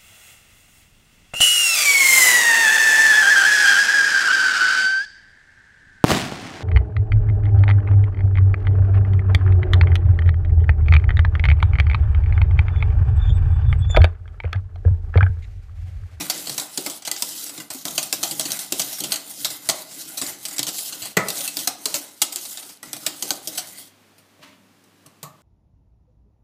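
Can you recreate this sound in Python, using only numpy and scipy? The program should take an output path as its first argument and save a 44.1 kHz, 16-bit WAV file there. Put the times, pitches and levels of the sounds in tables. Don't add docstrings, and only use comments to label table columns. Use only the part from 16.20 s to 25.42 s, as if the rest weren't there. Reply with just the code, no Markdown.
import sys
import numpy as np
from scipy import signal
from scipy.fft import rfft, irfft, next_fast_len
from scipy.io import wavfile
from scipy.ndimage import uniform_filter1d, map_coordinates

SR = 44100
rng = np.random.default_rng(int(sys.argv[2]) if len(sys.argv) > 2 else 0)


def volts_from_decibels(level):
    exponent = np.asarray(level, float) / 20
    return 10 ** exponent


def wav_out(sig):
    wavfile.write(sys.argv[1], SR, np.round(np.clip(np.atleast_2d(sig).T, -1, 1) * 32767).astype(np.int16))


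N = 406594

# (frequency [Hz], width [Hz], level [dB])
WIRE_MODES = [(2732, 500, -9.5), (3262, 407, -4.5), (3893, 398, -0.5), (4314, 840, 1), (5066, 1380, -0.5),
              (6060, 1055, 1), (6947, 1610, -1), (8153, 1090, -1)]
# (frequency [Hz], width [Hz], level [dB])
TIP_MODES = [(9020, 650, 2.5), (9780, 2820, -3.5), (11170, 505, -2.5), (11610, 566, -4.5),
             (13370, 2700, -1), (14550, 2000, -3.5)]
# (frequency [Hz], width [Hz], level [dB])
LOOP_MODES = [(2090, 55, -7.5), (2810, 76, -6.5), (3252, 140, 3), (3853, 120, 0.5), (4284, 120, -2.5),
              (4507, 86, 3.5), (4920, 43, -4), (5274, 150, 4.5), (5560, 49, -5), (6560, 110, 3.5),
              (7430, 150, -4.5), (7880, 133, 1), (8320, 150, 5.5), (9770, 117, -10.5)]
# (frequency [Hz], width [Hz], level [dB])
RIM_MODES = [(1357, 69, -0.5), (1482, 270, -5), (1815, 78, -4), (2009, 166, -2.5), (2380, 370, -5),
             (2488, 100, -1.5)]
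# (frequency [Hz], width [Hz], level [dB])
WALL_MODES = [(616.4, 65, -3), (803, 130, -2.5), (1003, 82, -5), (1227, 195, -8.5)]
# (frequency [Hz], width [Hz], level [dB])
BASE_MODES = [(45.2, 85, -27), (127.3, 12, -0.5), (177.5, 110, -2.5), (293, 36.6, 8), (346, 60, 3.5),
              (466, 170, -3), (584, 36, -2.5)]
# (frequency [Hz], width [Hz], level [dB])
THUD_MODES = [(49.4, 28, -29), (143, 21, 4.5), (188, 28, -3), (283, 8.2, 1), (622, 51, -9.5)]


def unit(x):
    return x / np.sqrt(np.mean(x ** 2) + 1e-20)


def along(points, hz):
    f, v = np.transpose(points)
    return np.interp(np.log(hz + 1), np.log(f + 1), v)


def wobble(rate):
    knots = rng.standard_normal(int(N * rate / SR) + 4)
    return map_coordinates(knots, [np.arange(N) * rate / SR])


def peaked(start, hold, rise, fall):
    t = np.arange(N) / SR
    return -rise * np.maximum(start - t, 0) - fall * np.maximum(t - start - hold, 0)


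def filtered(x, response):
    n = x.shape[-1]
    m = next_fast_len(n + 8192)
    return irfft(rfft(x, m) * response(np.fft.rfftfreq(m, 1 / SR)), m)[..., :n]


def ringing(modes, spread_db=0):
    c, w, db = np.transpose(modes)
    gain = volts_from_decibels(db + spread_db) * (-1) ** np.arange(len(c))

    def response(f):
        damping = 1j * f * w[:, None]
        return gain @ (damping / (c[:, None] ** 2 - f * f + damping))
    return response


def blurred(modes, widen):
    return [(c, w * widen, db) for c, w, db in modes]


def gritty(shape, spike_db):
    sizes_db = spike_db * np.minimum(rng.exponential(size=shape), 5)
    return unit(rng.standard_normal(shape) * volts_from_decibels(sizes_db))


def chatter(count, spike_db, bounce_db):
    bounces = np.repeat(rng.standard_normal((count, SR // 4 // 63)), 63, axis=1)
    first = 1 + 0.55 * volts_from_decibels(-60 * np.arange(bounces.shape[1]) / SR / 0.0038)
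    return gritty(bounces.shape, spike_db) * volts_from_decibels(bounce_db * np.minimum(bounces, 1.2)) * first


def overlaid(times, sounds):
    at = np.round(times * SR).astype(int)[:, None] + np.arange(sounds.shape[1])
    return np.bincount(at.ravel(), sounds.ravel(), N + SR)[:N]


def struck(times, taps, modes, level_db, t60, rise, hum_db, hum_t60, spread_db=4.0):
    t = np.arange(taps.shape[1]) / SR
    hum = volts_from_decibels(hum_db - 60 * t / hum_t60) * rng.standard_normal(taps.shape)
    push = (taps * volts_from_decibels(-60 * t / t60[:, None]) + hum) * (1 - np.exp(-t / rise))
    strengths_db = spread_db * rng.standard_normal((len(times), len(modes)))
    ring = filtered(push, ringing(modes, strengths_db))
    ring *= volts_from_decibels(level_db)[:, None] / np.abs(ring).max(axis=1, keepdims=True)
    return overlaid(times, ring)


def strokes():
    s, db, top_db, wall_db, base_db, t60 = contacts()
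    s = s + 0.0007
    t60 = np.clip(t60, 0.01, 0.3)
    taps = chatter(len(s), spike_db=3.5, bounce_db=2.0)
    wires = struck(s, taps, blurred(WIRE_MODES, 1.16), db - 1.5, t60,
                   rise=0.00042, hum_db=-18.5, hum_t60=0.3, spread_db=2.0)
    tips = struck(s, taps, blurred(TIP_MODES, 1.25), db + top_db + 1.0, 1.2 * t60,
                  rise=0.00045, hum_db=-11, hum_t60=0.15, spread_db=1.5)
    rim = struck(s, taps, RIM_MODES, db + wall_db - 2.0, t60,
                 rise=0.00069, hum_db=-15.5, hum_t60=0.24, spread_db=2.5)
    wall = struck(s, taps, WALL_MODES, db + wall_db - 2.0, 0.73 * t60,
                  rise=0.00076, hum_db=-13.5, hum_t60=0.39, spread_db=2.0)
    deep = struck(s, taps, BASE_MODES[:3], db + base_db + base_drive_db(s) - 3.5, 0.99 * t60,
                  rise=0.0011, hum_db=-18.0, hum_t60=0.31)
    base = struck(s, taps, BASE_MODES[3:], db + base_db - 1.2, 0.98 * t60,
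                  rise=0.0018, hum_db=-12.5, hum_t60=0.4)
    loops = struck(s, taps, LOOP_MODES, db - 9.0, 0.56 * t60,
                   rise=0.0005, hum_db=-18, hum_t60=0.16, spread_db=7.5)
    return loops + wires + tips + rim + wall + deep + base


def contacts():
    # (time [s], peak [dB], wall level [dB], chatter t60 [s])
    side_blows = [(.0974, -7, -17, 0.044), (.3785, -9.5, -16.5, 0.036), (.9125, -8, -23.5, 0.023),
                  (1.021, -5.5, -24.5, 0.027), (1.7784, -4.5, -17, 0.056), (2.0291, -8.5, -13, 0.039),
                  (2.389, -14, -22.5, 0.089), (2.9192, -8, -17.5, 0.08), (3.2451, -7, -18, 0.09),
                  (3.972, -12.5, -20.5, 0.13), (4.2518, -15.5, -21, 0.054), (4.4286, -10, -21, 0.028),
                  (4.818, -19.5, -17, 0.34), (4.8527, -19.5, -13.5, 0.11), (5.2758, -13, -23, 0.055),
                  (5.472, -4.5, -18, 0.047), (5.6553, -6, -22.5, 0.029), (6.0158, -2, -21, 0.055),
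                  (6.1584, -20.5, -20, 0.12), (6.73, -16, -15.5, 0.028), (6.8627, -5, -18, 0.045),
                  (7.3779, -11, -16, 0.093)]
    # (time [s], peak [dB], wall level [dB], chatter t60 [s])
    bottom_blows = [(.2942, -12, -20, 0.029), (.5738, -9.5, -20, 0.05), (.6615, -10, -15.5, 0.053),
                    (.8731, -13, -12.5, 0.055), (1.5013, -19, -12.5, 0.1), (1.6523, -11.5, -17, 0.021),
                    (1.9254, -9, -16, 0.1), (2.1096, -12.5, -25, 0.069), (2.194, -10.5, -19.5, .055),
                    (2.5212, -5.5, -25.5, 0.026), (2.5938, -9, -17.5, 0.087), (2.8044, -11, -31, 0.015),
                    (2.836, -12.5, -21, 0.092), (3.488, -6, -12, 0.045), (4.0137, -11, -16.5, 0.11),
                    (4.391, -10.5, -16, 0.038), (4.4662, -13, -18, 0.06), (4.9671, -6.5, -5.5, 0.039),
                    (5.0833, -10, -19.5, 0.049), (5.3686, -9.5, -22, 0.016), (5.3887, -17.5, -21, 0.15),
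                    (5.7409, -10.5, -16, 0.13), (6.4923, -28.5, -14, 0.16), (6.6282, -22, -10.5, 0.067),
                    (7.0229, -10.5, -20.5, 0.043), (7.1045, -7.5, -15.5, 0.048),
                    (7.2734, -12.5, -32, 0.065)]
    # (time [s], peak [dB], top-wire level [dB])
    side_ticks = [(.1775, -23.5, -17), (.2668, -34, -12), (.8202, -25.5, -14.5), (.8494, -19, -9),
                  (.867, -23, -7), (.9617, -17, -24), (1.262, -23, -16), (1.291, -21.5, -9),
                  (1.3994, -22, -13), (1.5449, -25, -3.5), (1.8277, -19, 1), (2.0334, -8.5, -14.5),
                  (2.3037, -14.5, -12), (2.3178, -15, -12), (2.7526, -52.5, -6.5), (2.7836, -22, 0),
                  (3.1027, -28, 2), (3.4968, -6.5, -17), (4.2822, -20, -2.5), (4.3087, -21, -12),
                  (5.2072, -18, -22.5), (6.122, -18, -7), (6.2506, -23.5, -14), (6.3719, -20.5, -16)]
    # (time [s], peak [dB], top-wire level [dB])
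    bottom_ticks = [(.0074, -14.5, -23), (.2695, -13, -12), (.6978, -19, -15), (.995, -27.5, -13.5),
                    (1.3762, -21, -15.5), (1.567, -37.5, -2), (1.6813, -23.5, -12.5), (2.2094, -15.5, -18),
                    (2.2521, -14.5, -20), (2.5586, -27, -6), (3.301, -18.5, -7), (3.7085, -29, -9),
                    (4.3264, -25, -10.5), (4.3615, -22, -13), (4.541, -25, -8), (4.582, -20.5, -2.5),
                    (4.692, -31, 2.5), (4.7233, -18.5, -14), (5.1535, -23, -9), (5.1676, -18, -12),
                    (5.1804, -20.5, -13.5), (6.1814, -30, -25.5), (6.7636, -22.5, -7), (7.584, -41, -8)]
    # (time [s], peak [dB], top-wire level [dB])
    rebounds = [(.205, -36, -7), (.3968, -12, -10), (.974, -28.5, -11), (1.5138, -34, -11),
                (2.6153, -11, -10.5), (2.7307, -30.5, -1), (2.9063, -24, -4), (2.9397, -14.5, -6.5),
                (2.9568, -14.5, -8), (4.063, -17.5, -8.5), (4.3818, -12.5, -10), (4.4795, -13, -7),
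                (4.4865, -14.5, -10), (5.1015, -11.5, -7), (5.7571, -19, -3.5), (6.345, -32, -9.5),
                (6.4268, -27, -11), (6.0215, -8, -4), (1.7755, -22, -6.5), (7.374, -20, -3)]
    side_db, bottom_db = -32, -22
    rows = []
    for blows, base_db in ((side_blows, side_db), (bottom_blows, bottom_db)):
        rows += [(s, db, -7.5, wall_db, base_db, t60) for s, db, wall_db, t60 in blows]
    lighter = ((side_ticks, side_db, 0.067), (bottom_ticks, bottom_db, 0.067), (rebounds, side_db, 0.038))
    for ticks, base_db, t60 in lighter:
        for s, db, top_db in ticks:
            wall_db = -40 + 0.44 * (db + 23.5) - db
            rows.append((s, db, top_db, wall_db, base_db, t60))
    return np.transpose(rows)


def base_drive_db(s):
    # (time [s], level [dB])
    bearing = [(0, 2), (.7, -1.5), (1.2, -5.5), (1.7, 6.5), (2.3, -2), (2.9, 2), (3.4, -1), (4.1, 1),
               (4.7, -3), (5.2, 1.5), (5.7, -2.5), (6.25, -13), (6.7, 6.5), (7.3, -3.5), (7.7, 3.5)]
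    return np.interp(s, *np.transpose(bearing))


def snaps(rows):
    s, db = np.transpose(rows)
    taps = 0.13 * rng.standard_normal((len(s), SR // 50))
    taps[:, :3] = [1, 2, 1]
    modes = blurred(WIRE_MODES[1:] + TIP_MODES[:4], 1.17)
    return struck(s, taps, modes, db - 0.7, np.full(len(s), 0.0038),
                  rise=0.00002, hum_db=-23.5, hum_t60=0.03, spread_db=4.0)


def thumps():
    # (time [s], peak [dB])
    thump_events = [(0.364, -34.5), (0.578, -22), (0.667, -26.5), (0.883, -35.5), (1.021, -31),
                    (1.381, -34), (1.548, -38), (1.653, -28), (1.776, -33), (1.928, -29), (2.032, -32),
                    (2.114, -36), (2.172, -36), (2.255, -31), (2.525, -27), (2.603, -43), (2.805, -31),
                    (2.843, -25.5), (2.906, -34), (3.247, -44), (3.489, -25), (4.028, -27), (4.253, -45),
                    (4.395, -32.5), (4.488, -29), (4.709, -43), (4.967, -18), (5.173, -35), (5.371, -36),
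                    (5.472, -32), (5.659, -31.5), (5.769, -35.5), (6.732, -33), (6.87, -39.5), (7.032, -34),
                    (7.104, -42)]
    s, db = np.transpose(thump_events)
    taps = chatter(len(s), spike_db=1.0, bounce_db=1.0)
    return struck(s, taps, BASE_MODES[2:], db - 3.5, np.full(len(s), 0.055),
                  rise=0.0018, hum_db=-17.0, hum_t60=0.35)


def rings():
    # (time [s], frequency [Hz],
    # peak [dB])
    sung_notes = [(0.0974, 725, -34.5), (0.574, 778, -35), (0.66, 590, -36), (0.66, 2110, -30),
                  (0.9125, 2000, -30), (1.021, 969, -34), (1.778, 592, -32), (1.778, 2560, -26.5),
                  (1.925, 608, -35), (1.925, 2659, -29), (2.03, 712, -31.5), (2.194, 636, -32),
                  (2.52, 330, -31), (2.52, 610, -33), (2.594, 704, -33.5), (2.92, 634, -34),
                  (3.245, 670, -42), (3.488, 650, -35), (3.488, 795, -36), (4.014, 279, -36),
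                  (4.391, 291, -34), (5.083, 617, -36), (5.275, 2640, -27), (5.275, 3880, -38),
                  (5.472, 729, -29.5), (5.741, 577, -33.5), (6.016, 2850, -21), (6.016, 823, -30.5),
                  (6.016, 358, -41.5), (6.016, 1303, -32), (6.628, 1955, -36.5), (6.863, 2460, -31.5),
                  (6.863, 750, -36), (7.105, 760, -30.5), (7.105, 1518, -30.5), (7.105, 289, -35.5),
                  (7.274, 640, -40.5), (7.378, 738, -35.5),
                  (4.968, 118, -34), (4.82, 110, -48), (4.968, 2010, -20.5), (1.4, 2000, -35.5),
                   (1.401, 1540, -41), (1.4, 2820, -35.5), (1.378, 310, -37.5), (1.548, 268, -37.5),
                   (8.856, 1150, -54), (8.856, 300, -54), (6.16, 345, -43), (6.42, 813, -49),
                   (5.657, 430, -36), (5.2, 560, -40.5), (9.045, 1100, -46), (9.06, 1170, -46),
                   (7.981, 2500, -58), (3.25, 1000, -41)]
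    s, hz, db = np.transpose(sung_notes)[:, :, None]
    t = np.arange(SR // 4) / SR
    drift = 0.012 * np.cumsum(rng.standard_normal((len(s), len(t))), axis=1)
    t60 = 0.098 * (600 / hz) ** 0.44
    envelope = volts_from_decibels(db + 4.5 - 60 * t / t60) * (1 - np.exp(-t / 0.0013))
    return overlaid(s[:, 0] + 0.001, envelope * np.sin(2 * np.pi * hz * t + drift))


def clunk():
    # (frequency [Hz], width [Hz], level [dB])
    clunk_modes = [(171, 36, 8), (396, 79, 5.5), (510, 85, 5), (655, 42, 2.5), (935, 180, -6.5),
                   (1270, 120, 4), (1495, 130, -9), (1728, 100, -4.5), (1830, 43, -2.5), (1986, 60, 9.5),
                   (2330, 410, -5.5)]
    # (time [s], peak [dB], t60 [s])
    clunk_event = (4.9675, -6.5, 0.035)
    s, db, t60 = np.array(clunk_event)[:, None]
    taps = chatter(1, spike_db=3.5, bounce_db=-1.0)
    return struck(s, taps, clunk_modes, db, t60, rise=0.0011, hum_db=-12, hum_t60=0.27, spread_db=-1.0)


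def drag():
    press, body = sweeps()
    grip_db = 1.3 * wobble(25) + 1.4 * wobble(90) + 0.9 * wobble(400)
    slip = patchy(gritty(N, 3.2) * volts_from_decibels(grip_db), 2.3)
    sliding_wires = ringing(blurred(WIRE_MODES, 1.36))
    sliding_tips = ringing(blurred(TIP_MODES, 1.36))

    def thin_wires(hz):
        return sliding_wires(hz) * (1j * hz / (1j * hz + 2380)) ** 3
    wires = press * volts_from_decibels(1.1 + 0.8 * wobble(40)) * unit(filtered(slip, thin_wires))
    tips = press * volts_from_decibels(1.5 + 1.3 * wobble(45)) * unit(filtered(slip, sliding_tips))
    wall_sound = unit(filtered(patchy(slip, 2.6), ringing(WALL_MODES + RIM_MODES)))
    wall = body * volts_from_decibels(-2.5 + 0.94 * wobble(12)) * wall_sound
    deep_db = base_drive_db(np.arange(N) / SR) - 8.0 + 3.5 * wobble(12)
    deep = body * volts_from_decibels(deep_db) * unit(filtered(gritty(N, 3.8), ringing(BASE_MODES[:3])))
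    base_sound = unit(filtered(patchy(gritty(N, 2.5), 3.2), ringing(BASE_MODES[3:])))
    base = body * volts_from_decibels(-5.5 + 1.9 * wobble(17)) * base_sound
    squeal_db = -12.5 + peaked(start=7.58, hold=0.057, rise=300, fall=150)
    squeal = press * volts_from_decibels(squeal_db) * unit(filtered(slip, ringing(LOOP_MODES[2:6])))
    return wires + tips + wall + deep + base + squeal


def sweeps():
    # (start [s], hold [s], wire level [dB], pan body level [dB])
    sweep_events = [(0, 0.0035, -31.5, -2.5), (0.126, 0.29, -38, -6), (0.63, 0.088, -37, -10),
                    (1.096, 0.14, -36, -13), (1.326, 0.09, -42.5, -5.5), (1.552, 0.042, -41, -12),
                    (1.672, 0.2, -37.5, -11.5), (2.025, 0.39, -35.5, -9.5), (2.308, 0.013, -32.5, -6.5),
                    (2.6, 0.15, -35.5, -11.5), (2.925, 0.0077, -38, -4), (3.097, 0.024, -42.5, -9),
                    (3.266, 0.041, -36.5, -10.5), (3.502, 0.087, -39.5, -7), (3.76, 0.13, -40, -9.5),
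                    (4.06, 0.028, -36.5, -7.5), (4.31, 0.013, -39.5, -6.5), (4.567, 0.11, -34, -26),
                    (4.72, 0.14, -40, -7.5), (5.182, 0.059, -33.5, -10), (5.347, 0.1, -37.5, -10.5),
                    (5.739, 0.038, -37, -7.5), (6.187, 0.15, -38.5, -13.5), (6.402, 0.069, -42.5, -11),
                    (6.676, 0.028, -49, -3.5), (6.837, 0.062, -42, -8.5), (7.093, 0.018, -37, -8.5),
                    (7.316, 0.071, -40.5, -5.5), (7.476, 0.069, -46.5, -8), (7.58, 0.026, -45, -11)]
    # (time [s], length [s])
    hop_events = [
        (0.779, 0.072),
        (1.454, 0.062),
        (1.619, 0.027),
        (4.365, 0.013),
        (4.914, 0.074),
        (6.564, 0.063),
    ]
    lift_rate = 377
    swells = np.array([volts_from_decibels(db + peaked(s, abs(hold), rise=72.5, fall=111)) for s, hold, db, _ in sweep_events])
    touch_db = lift() + peaked(0, 7.68, 0, lift_rate)
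    for s, length in hop_events:
        leaving = peaked(0, s, 0, lift_rate)
        landing = peaked(s + length, 99, 3000, 0)
        touch_db = touch_db + np.maximum(leaving, landing)
    touch = volts_from_decibels(touch_db)
    body_gain = volts_from_decibels(np.transpose(sweep_events)[3])[:, None]
    return touch * swells.max(axis=0), touch * (swells * body_gain).max(axis=0)


def lift():
    s, db = contacts()[:2]
    blows = np.bincount(np.round(s * SR).astype(int), volts_from_decibels(0.5 * db), N)
    before = volts_from_decibels(-60 * np.arange(SR // 8) / SR / 0.047)
    return -3.5 * signal.fftconvolve(blows[::-1], before)[:N][::-1]


def patchy(x, contrast_db):
    z = signal.stft(x, nperseg=512)[2]
    field = uniform_filter1d(rng.standard_normal(z.shape), 7, 0)
    field = uniform_filter1d(field, 9, 1)
    return signal.istft(z * volts_from_decibels(contrast_db * unit(field)), nperseg=512)[1][:N]


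def scuff():
    # (frequency [Hz], density [dB per Hz])
    grit_colour = [(240, -61), (400, -42), (616, 2), (781, -19), (893, -3), (1350, -9.5), (2570, -5),
                   (14000, -27)]
    start, rise, fall = 8.232, 830.5, 121
    grit = unit(filtered(gritty(N, 3.6), lambda hz: volts_from_decibels(along(grit_colour, hz))))
    slide_db = peaked(start, 0, rise, fall) + peaked(0, 8.33, 0, fall)
    slide = volts_from_decibels(-44.5 + slide_db + 0.5 + 1.7 * wobble(55)) * grit
    hob_db = -58.5 + peaked(start, 0.12, rise, 35)
    hob = volts_from_decibels(hob_db) * unit(filtered(gritty(N, 1), ringing(THUD_MODES[2:4])))
    return slide + hob


def knocks():
    # (time [s], peak [dB], ring level [dB], thud level [dB], click t60 [s])
    knock_events = [
        (7.981, -44, -27, -7, 0.059),
        (8.1883, -61, -10, 18, 0.033),
        (8.6388, -49.5, -11, -13, 0.027),
        (8.8607, -38.5, -12, -4, 0.059),
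        (9.0292, -24.5, -11.5, -5, 0.034),
    ]
    # (frequency [Hz], width [Hz], level [dB])
    board_modes = [(840, 94, -6.5), (1027, 50, -2), (1150, 44, 4), (1270, 49, -6), (1790, 66, -16)]
    s, db, ring_db, thud_db, t60 = np.transpose(knock_events)
    taps = chatter(len(s), spike_db=2.5, bounce_db=6.5)
    click = struck(s, taps, WIRE_MODES + TIP_MODES + RIM_MODES, db + 2.7, t60,
                   rise=0.00028, hum_db=-10.5, hum_t60=0.21, spread_db=2.5)
    board = struck(s, taps, board_modes, db + ring_db + 0.5, 1.14 * t60,
                   rise=0.0012, hum_db=6.0, hum_t60=0.32, spread_db=3.5)
    thud = struck(s, taps, THUD_MODES, db + thud_db - 3.5, 1.3 * t60,
                  rise=0.00062, hum_db=-10.0, hum_t60=0.41)
    return click + board + thud


def kitchen(x):
    # (frequency [Hz], t60 [s])
    room_decay = [(150, 0.52), (700, 0.69), (3000, 0.51), (12000, 0.087)]
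    wet, step = np.zeros(N + SR), SR // 4
    for start in range(0, N, step):
        hz, t, z = signal.stft(rng.standard_normal(SR // 3), SR, nperseg=256)
        decay = volts_from_decibels(-60 * t / along(room_decay, hz)[:, None])
        tail = signal.istft(z * decay, SR, nperseg=256)[1]
        echo = signal.fftconvolve(x[start:start + step], tail / np.linalg.norm(tail))
        wet[start + 200:][:len(echo)] += echo
    return wet[:N]


def hush():
    # (frequency [Hz], density [dB per Hz])
    hush_colour = [(20, -36.5), (75, -26), (100, -8.5), (126, -15.5), (190, -3.5), (300, -5), (420, -9),
                   (700, -12.5), (2500, -16.5), (12500, -27), (15500, -29.5)]
    air = filtered(rng.standard_normal(N), lambda hz: volts_from_decibels(along(hush_colour, hz)))
    hum_rise_db = np.maximum(peaked(start=7.5, hold=9, rise=40, fall=0), -7.5)
    phase = 2 * np.pi * 100.5 * np.arange(N) / SR + 0.79 * wobble(4.3)
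    hum = volts_from_decibels(-65.0 + hum_rise_db + 0.43 * wobble(2.9)) * np.sin(phase)
    return volts_from_decibels(-58.5 + 0.91 * wobble(5.6)) * unit(air) + hum


def scene():
    # (time [s], peak [dB])
    snap_events = [(.0081, -17.5), (.0987, -9), (.1785, -16.5), (.3796, -7), (.3975, -22), (.5751, -10),
                   (.699, -13.5), (.9147, -9), (.9748, -28), (1.6536, -8), (1.6827, -14.5), (1.7794, -5.5),
                   (1.7816, -14.5), (1.8291, -10.5), (1.9271, -3), (2.03, -14), (2.0345, -10),
                   (2.038, -10.5), (2.1967, -2), (2.2094, -13.5), (2.3189, -6.5), (2.5956, -4.5),
                   (2.7314, -27), (2.9208, -7), (2.9404, -14), (3.2474, -6.5), (3.489, -3), (3.4908, -5.5),
                   (3.4981, -22), (4.253, -14.5), (4.3295, -23), (4.3825, -13.5), (4.3927, -4),
                   (4.4296, -10.5), (5.0848, -15.5), (5.1022, -20), (5.2077, -14), (5.3701, -8.5),
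                   (5.474, -7.5), (5.6559, -8), (5.7426, -4), (5.7578, -23), (6.1597, -7), (6.3728, -20.5),
                   (6.7312, -9.5), (6.8648, -8.5), (7.0245, -9), (7.1068, 0), (7.2735, -14), (2.525, -11),
                   (2.527, -11.5), (5.476, -5.5), (5.658, -12.5), (6.0208, -4), (6.0215, -2.5), (6.026, -8),
                   (6.8675, -8.5), (0.58, -11.5), (1.0225, -8)]
    # (time [s], peak [dB])
    more_snap_events = [(0.0574, -25), (0.1119, -18), (0.1219, -19), (0.2059, -30), (0.2607, -22.5),
                        (0.2684, -26), (0.2972, -15), (0.8673, -20.5), (1.4013, -25.5), (1.5466, -24),
                        (1.5859, -27), (2.0298, -11.5), (2.4329, -21.5), (2.7314, -20), (2.8035, -13.5),
                        (2.9206, -5.5), (3.3324, -28), (3.4981, -6), (4.2919, -22), (4.8548, -19),
                        (4.9305, -35), (5.1796, -17), (5.3906, -15.5), (5.7576, -18), (5.9448, -38.5),
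                        (5.9775, -35.5), (6.2524, -23), (6.4924, -26), (6.573, -38), (6.7659, -24),
                        (9.2188, -50)]
    hits = strokes() + snaps(snap_events) + snaps(more_snap_events) + thumps() + rings() + clunk() + knocks()
    rub = drag() + scuff()
    room = kitchen(volts_from_decibels(-17) * hits + volts_from_decibels(-12.0) * rub)
    return (hits + rub + room + hush())[None]


def top_cut(x):
    return signal.sosfilt(signal.butter(12, 16480, fs=SR, output="sos"), x)


def record(dry):
    rounded = dry / (1 + np.abs(dry / 0.9) ** 4) ** (1 / 4)
    top = volts_from_decibels(-36)
    heard = filtered(rounded, lambda hz: 1j * hz / (1j * hz + 30) * np.where(hz < 15350, 1, top))
    return top_cut(heard)


dry = scene()
out = record(dry)
wav_out(out)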